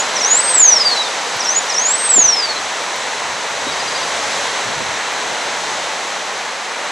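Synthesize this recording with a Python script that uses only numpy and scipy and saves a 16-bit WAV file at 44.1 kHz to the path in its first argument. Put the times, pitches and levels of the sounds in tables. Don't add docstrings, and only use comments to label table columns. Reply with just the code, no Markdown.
import sys
import numpy as np
from scipy import signal
from scipy.fft import rfft, irfft, next_fast_len
from scipy.io import wavfile
from scipy.ndimage import uniform_filter1d, minimum_filter1d

SR = 44100
rng = np.random.default_rng(int(sys.argv[2]) if len(sys.argv) > 2 else 0)


def to_linear_factor(level_db):
    exponent = np.asarray(level_db, float) / 20
    return 10 ** exponent


def to_wav(sig):
    pcm = np.clip(np.atleast_2d(sig), -1, 1) * 32767
    pcm = np.round(pcm).astype(np.int16)
    wavfile.write(sys.argv[1], SR, pcm.T)


N = 304731
SIZE = next_fast_len(N)
T = np.arange(N) / SR
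HZ = np.maximum(np.fft.rfftfreq(SIZE, 1 / SR), 1)

# (time [s], breeze level [dB], dry rustle level [dB])
BREEZE = [
    (0.0, -21.5, 1),
    (0.96, -21.5, 5),
    (1.0, -22.5, 6),
    (3.42, -23.5, -4.5),
    (4.35, -21, 2),
    (4.79, -23, -9),
    (5.74, -22.5, -7),
    (6.62, -25, 3),
    (6.91, -23, -10),
]
# (frequency [Hz], density [dB per Hz])
RUSH_COLOUR = [(25, -70), (90, -38), (130, -20.5), (220, -14), (350, -11.5), (465, -4), (960, 0),
               (1250, -4), (2000, -4), (2500, -8), (3200, -11), (5000, -26), (9000, -70), (13000, -110)]
# (frequency [Hz], density [dB per Hz])
TREBLE_COLOUR = [(2000, -32.5), (3000, -13.5), (3900, -7.5), (4300, -9.5), (4600, -13.5), (5200, -13.5),
                 (6200, -9), (7000, -14), (7950, -13.5), (8300, -21.5), (8700, -58), (12500, -110)]
# (frequency [Hz], density [dB per Hz])
SHEEN_COLOUR = [(7800, -54), (8400, -25), (9400, -23), (10500, -30), (11800, -39), (12300, -42),
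                (12900, -60), (13500, -89), (17000, -110)]
# (frequency [Hz], density [dB per Hz])
RUSTLE_COLOUR = [(4100, -44), (4500, -18), (5400, -19.5), (6000, -36), (9000, -110)]
# (frequency [Hz], side minus mid [dB])
LEAF_WIDTH = [(60, -51), (300, -29), (900, -17), (2600, -12), (4500, -14), (7600, -18), (9500, -5),
              (12000, -12)]

# (time [s], length [s], start pitch [Hz], end pitch [Hz], level [dB])
FAR_CHIPS = [(.335, 0.089, 3900, 4140, -35), (.41, 0.018, 4800, 4810, -27), (.475, 0.017, 4720, 4900, -26),
             (.493, .014, 4900, 4780, -31), (.565, .015, 4850, 4900, -33), (.64, .022, 4470, 4820, -30),
             (.72, 0.04, 4500, 4870, -32), (.792, 0.035, 4450, 4700, -25), (0.882, 0.023, 4750, 4700, -18),
             (.966, .012, 5700, 5430, -26), (0.97, .014, 4750, 4480, -23), (1.028, .01, 5600, 5150, -26),
             (1.034, 0.009, 5200, 4500, -31), (1.043, .009, 4560, 4050, -25),
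             (3.648, 0.077, 3720, 3870, -29.5), (3.717, 0.013, 4195, 4500, -31),
             (3.776, .014, 3680, 3850, -32), (3.72, .02, 4650, 4820, -28.5),
             (3.793, 0.024, 4780, 4860, -27), (3.872, 0.022, 4650, 4830, -26),
             (3.911, .018, 4720, 4900, -32), (3.949, 0.024, 4450, 4900, -25),
             (4.017, 0.03, 4300, 4780, -29.5)]

# (time [s], peak level [dB], left minus right [dB], ring [Hz])
TWIG_TICKS = [(.41, -46.5, 2, 12200), (1.3688, -33, -1, 13600), (1.4666, -38, 1, 13800),
              (1.6287, -28, -2, 9500), (1.6616, -39, 2, 13800), (1.8911, -42, 0, 13700),
              (2.9627, -36, 3, 14000), (3.51, -42, 0, 13800), (3.6845, -44, 7, 13800),
              (5.1243, -34, -3, 11000), (5.13, -30, 0, 4400)]

# (frequency [Hz], density [dB per Hz])
BUFFET_COLOUR = [(15, -36), (30, -24), (60, -7), (90, -3), (160, -6), (300, -36), (1000, -46), (8000, -110)]
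# (frequency [Hz], density [dB per Hz])
EDDY_COLOUR = [(60, -36), (140, -3.5), (280, -6), (600, -3.5), (1000, -17), (1500, -26), (3000, -50),
               (9000, -110)]
# (time [s], rumble level [dB], half width [s], eddies over rumble [dB])
WIND_PUFFS = [(0, -57, .05, -15), (.48, -64, .08, -10), (.88, -65, .08, -1), (1.1, -68, .12, -1),
              (1.37, -55, 0.043, 10), (1.7, -56, .06, -13), (2.18, -40, .025, 16), (2.25, -42, 0.032, 1),
              (2.55, -49.5, 0.21, 2), (3, -49, .08, -1), (3.31, -49, 0.15, 6.5), (3.65, -46, 0.12, 7),
              (3.89, -43, 0.14, 2), (4.25, -46.5, 0.24, 3), (4.68, -51, 0.17, 12), (4.84, -42, 0.12, 3),
              (5.05, -61, 0.16, 13), (5.25, -51, 0.14, 8), (5.46, -53, 0.058, 7), (5.7, -50, 0.19, -2),
              (6.43, -63, .08, -1), (6.91, -64, .06, -8)]
# (time [s], peak level [dB], pitch [Hz], length [s], left minus right [dB])
PORT_KNOCKS = [
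    (1.365, -36, 111, .02, -2),
    (2.163, -25, 230, 0.0081, 9),
    (2.182, -15, 390, 0.0081, 0),
    (2.189, -18.5, 280, 0.0096, 13),
    (2.185, -17, 730, .01, 5),
    (2.243, -38, 113.5, .03, 1),
    (3.672, -20, 298, 0.0072, 4),
    (4.674, -34, 120, 0.037, 3),
]

RETURN_MS = [2.786, 2.718, 1.781, .944, 3.221]
RETURN_SHARE = [.73, .2, .1, -.14, -.08]
# (time from bottom of hook [s], pitch [Hz], level [dB])
GRACE_NOTE = [
    (-.091, 6250, -36),
    (-.075, 5840, -20),
    (-.059, 5250, -27),
    (-.044, 4900, -26),
]
# (time from bottom of hook [s], pitch [Hz], level [dB])
HOOK_NOTE = [
    (-.042, 6800, -31),
    (-.028, 5950, -21.5),
    (-.015, 5570, -22),
    (0, 5390, -22.5),
    (.011, 5820, -14.5),
    (0.025, 6150, -19.5),
]
# (time of hook bottom [s], opening pitch shift [Hz], opening level [dB],
#           head sway delay at start [ms], head sway delay at end [ms])
SONG_PHRASES = [
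    (-.1, 0, -2, -.005, -.014),
    (.239, 51, 2, -0.011, -0.0025),
    (1.481, -61, 0, 0.0075, -0.005),
    (1.774, -14, 1, 0.0045, -.012),
]
# (time [s], pitch [Hz])
SWEEP_PITCH = [
    [(.003, 6864), (.03, 7120)],
    [(.289, 6620), (.333, 6930), (.376, 7630), (.465, 8320), (.517, 8185), (.678, 6235), (.746, 5620),
     (.963, 4040), (1.09, 3540)],
    [(1.542, 6310), (1.571, 6890), (1.595, 6920)],
    [(1.857, 6750), (1.947, 7900), (2.016, 8320), (2.052, 8255), (2.169, 7185), (2.212, 6590),
     (2.409, 4913), (2.54, 4180), (2.582, 4050)],
]
# (time [s], level [dB])
SWEEP_EFFORT = [
    [(.003, -19.5), (.016, -21), (.03, -25)],
    [(.29, -18), (.313, -13), (.385, -12.5), (.418, -23), (.46, -21.5), (.538, -16.5), (.635, -4),
     (.81, -17), (1.09, -33)],
    [(1.544, -22), (1.565, -15.5), (1.59, -15), (1.596, -40)],
    [(1.84, -18), (1.918, -15), (1.985, -25), (2.03, -23.5), (2.075, -18), (2.172, -6.5), (2.272, -13),
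     (2.42, -20), (2.582, -30)],
]
# (time [s], half width [s], pitch lift [Hz], swell [dB])
VOICE_CATCHES = [
    (.872, .035, 81, 5.5),
    (.93, 0.0255, 49, 6),
    (1.015, .035, 75, 8),
    (1.052, .01, -21, -8),
    (1.905, 0.022, 71, -0.5),
    (2.172, 0.019, 50, -2),
    (2.395, .025, 52, -2.5),
    (2.505, 0.016, 52, 2.5),
    (2.535, .008, -40, -4),
]


def unit(x):
    return x / np.sqrt(np.mean(x ** 2))


def curve(table, column):
    rows = np.array(table)
    return np.interp(T, rows[:, 0], rows[:, column])


def shape(points):
    rows = np.array(points)
    return np.interp(np.log(HZ), np.log(rows[:, 0]), rows[:, 1])


def band_rms(x, lo_hz, hi_hz):
    spectrum = rfft(x, SIZE)[(HZ > lo_hz) & (HZ < hi_hz)]
    return np.sqrt(2 * np.sum(np.abs(spectrum) ** 2) / SIZE / N)


def noise(db):
    return irfft(rfft(rng.standard_normal(SIZE)) * to_linear_factor(db), SIZE)[:N]


def mid_side_noise(db):
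    return np.array([noise(db), noise(db + shape(LEAF_WIDTH))])


def walk(rate):
    hold = int(SR / rate)
    steps = np.repeat(rng.standard_normal(N // hold + 1), hold)
    return uniform_filter1d(uniform_filter1d(steps, hold), hold)[:N]


def pan(x, db):
    return x * to_linear_factor(np.array([[db], [-db]]) / 2)


def scatter(x, t60, wide):
    t = T[:SR // 2]
    mid, side = rng.standard_normal((2, len(t))) * to_linear_factor(-60 * t / t60) * (t > .004)
    tail = np.array([mid + wide * side, mid - wide * side]) / np.sqrt(np.sum(mid ** 2))
    return signal.fftconvolve(x[None], tail, axes=1)[:, :N]


def leaves(flicker_db=0.38):
    rush = 0
    for hz in 60 * 2. ** np.arange(8):
        window = np.cos(np.pi / 2 * np.clip(np.log2(HZ / hz), -1, 1))
        band = mid_side_noise(shape(RUSH_COLOUR) + 20 * np.log10(window + 1e-9))
        rush = rush + to_linear_factor(flicker_db * walk(3.595)) * band
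    level, dry_db = curve(BREEZE, 1), curve(BREEZE, 2)
    breeze_db = level - level.mean()
    late_s = np.maximum(T - 5.7, 0)
    treble_db = 0.04 + 0.15 * breeze_db + 0.056 * dry_db - 2 * late_s
    sheen_db = 1.2 + 0.3 * breeze_db + 0.11 * dry_db - 1 * late_s
    treble = to_linear_factor(treble_db) * mid_side_noise(shape(TREBLE_COLOUR))
    sheen = to_linear_factor(sheen_db) * mid_side_noise(shape(SHEEN_COLOUR))
    rustle = to_linear_factor(dry_db) * mid_side_noise(shape(RUSTLE_COLOUR))
    foliage = rush + treble + sheen + rustle
    mid, side = to_linear_factor(level) * foliage / band_rms(rush[0], 400, 2500)
    return np.array([mid + side, mid - side])


def glints(width_hz=170, rare=1.15, rarer_early=.12, level_db=-65):
    out = 0
    for hz in (12750, 13100, 13500, 13900, 14250):
        gate = walk(30) > rare - rarer_early * np.tanh(T - 4.5)
        hiss = unit(noise(-200. * (abs(HZ - hz) > width_hz)))
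        out = out + uniform_filter1d(1. * gate, size=300) * hiss
    return pan(to_linear_factor(level_db) * out, 0)


def far_bird(scrub_db=-11):
    voice = np.zeros(N)
    for s, length, start_hz, end_hz, db in FAR_CHIPS:
        on = (T > s) & (T < s + length)
        u = (T[on] - s) / length
        pitch = end_hz + (start_hz - end_hz) * ((1 - u) ** 3 + .25 * u ** 4)
        swell = np.sin(np.pi * u) ** .45
        voice[on] += np.sqrt(2) * to_linear_factor(db) * swell * np.sin(2 * np.pi * np.cumsum(pitch) / SR)
    return pan(voice, 1.5) + to_linear_factor(scrub_db) * scatter(voice, .25, .4)


def twigs(t60=.003, snap=.8):
    out, t = np.zeros((2, N + SR)), T[:SR // 50]
    for s, db, pan_db, hz in TWIG_TICKS:
        tick = np.sin(2 * np.pi * hz * t) * to_linear_factor(-60 * t / t60)
        tick[:2] += [snap, -snap]
        start = int(s * SR)
        out[:, start:start + len(t)] += pan(to_linear_factor(db + 8.0) * tick, pan_db)
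    return out[:, :N]


def puffs(calm_db=-75, calm_eddy_db=-64):
    rumble, eddies = to_linear_factor(calm_db) ** 2, to_linear_factor(calm_eddy_db) ** 2
    for s, db, half_s, eddy_db in WIND_PUFFS:
        bell = np.exp(-2 * ((T - s) / half_s) ** 2)
        rumble = rumble + to_linear_factor(db) ** 2 * bell
        eddies = eddies + to_linear_factor(db + eddy_db) ** 2 * bell
    return np.sqrt(rumble), np.sqrt(eddies)


def wind(alike=.94):
    both, left, right = (unit(noise(shape(BUFFET_COLOUR))) * to_linear_factor(3 * walk(14)) for _ in range(3))
    rumble, eddies = puffs()
    apart = np.sqrt(1 - min(alike, 1) ** 2) * np.array([left, right])
    out = rumble * to_linear_factor(-2.5) * (alike * both + apart)
    flutter = [unit(noise(shape(EDDY_COLOUR))) * to_linear_factor(6 * walk(30)) for _ in range(2)]
    out = out + eddies * np.array(flutter)
    for s, db, hz, length, pan_db in PORT_KNOCKS:
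        bell = np.exp(-4 * ((T - s) / length) ** 2)
        out = out + pan(to_linear_factor(db) * bell * np.cos(2 * np.pi * hz * (T - s)), pan_db)
    return out


def glide(t, s, hz):
    step = np.diff(s)
    chord = np.diff(hz) / step
    inner = (chord[:-1] * step[1:] + chord[1:] * step[:-1]) / (step[1:] + step[:-1])
    slope = np.r_[chord[0], inner, chord[-1]]
    k = np.clip(np.searchsorted(s, t) - 1, 0, len(step) - 1)
    u = np.clip((t - s[k]) / step[k], 0, 1)
    bend = (1 - u) * (slope[k] - chord[k]) - u * (slope[k + 1] - chord[k])
    return hz[k] + u * step[k] * (chord[k] + (1 - u) * bend)


def notes():
    for phrase, sweep, effort in zip(SONG_PHRASES, SWEEP_PITCH, SWEEP_EFFORT):
        s, shift_hz, db, sway_start, sway_end = phrase
        grace = np.add(GRACE_NOTE, [s, shift_hz, db])
        hook = np.add(HOOK_NOTE, [s, shift_hz, db])
        yield grace[:, :2], grace[:, ::2], [sway_start, sway_start]
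        yield np.r_[hook[:, :2], sweep], np.r_[hook[:, ::2], effort], [sway_start, sway_end]


def finch(waver_hz=15., rasp_db=0.2, edge_s=.001, scrub_db=-15):
    phase, size, sway_ms = np.zeros(N), np.zeros(N), np.zeros(N)
    catch_s, half_s, lift_hz, swell_db = np.transpose(VOICE_CATCHES)
    catch = np.exp(-2 * ((T[:, None] - catch_s) / half_s) ** 2)
    waver = waver_hz * walk(120) + catch @ lift_hz
    swell = catch @ swell_db + rasp_db * walk(160)
    for tune, effort, sway_ends in notes():
        s, hz = tune.T
        begun = T > s[0] - edge_s
        on = begun & (T < s[-1] + edge_s)
        t = T[on]
        phase[on] = 2 * np.pi * np.cumsum(glide(t, s, hz) + waver[on]) / SR
        edge = np.clip(np.minimum(t - s[0], s[-1] - t) / edge_s + 1, 0, 1)
        size[on] = np.sqrt(2) * edge * to_linear_factor(np.interp(t, *effort.T) + swell[on])
        sway_ms[begun] = np.interp(T[begun], s[[0, -1]], sway_ends)
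    voice = size * np.sin(phase)
    bounce = 0
    for delay_ms, share in zip(RETURN_MS, RETURN_SHARE):
        t = T - (delay_ms + sway_ms) / 1000
        bounce = bounce + share * np.interp(t, T, size, left=0) * np.sin(np.interp(t, T, phase))
    return pan(voice, -.2) + pan(bounce, -.6) + to_linear_factor(scrub_db) * scatter(voice, .25, .25)


def scene():
    return leaves() + glints() + far_bird() + twigs() + wind() + finch()


def roll_off(x):
    return signal.sosfilt(signal.butter(12, 15830, fs=SR, output="sos"), x)


def record(dry, top=1.0):
    room = np.minimum(1, top / (np.abs(dry).max(axis=0) + 1e-9))
    gain = uniform_filter1d(minimum_filter1d(room, size=400), size=200)
    return roll_off(dry * gain)


dry = scene()
out = record(dry)
to_wav(out)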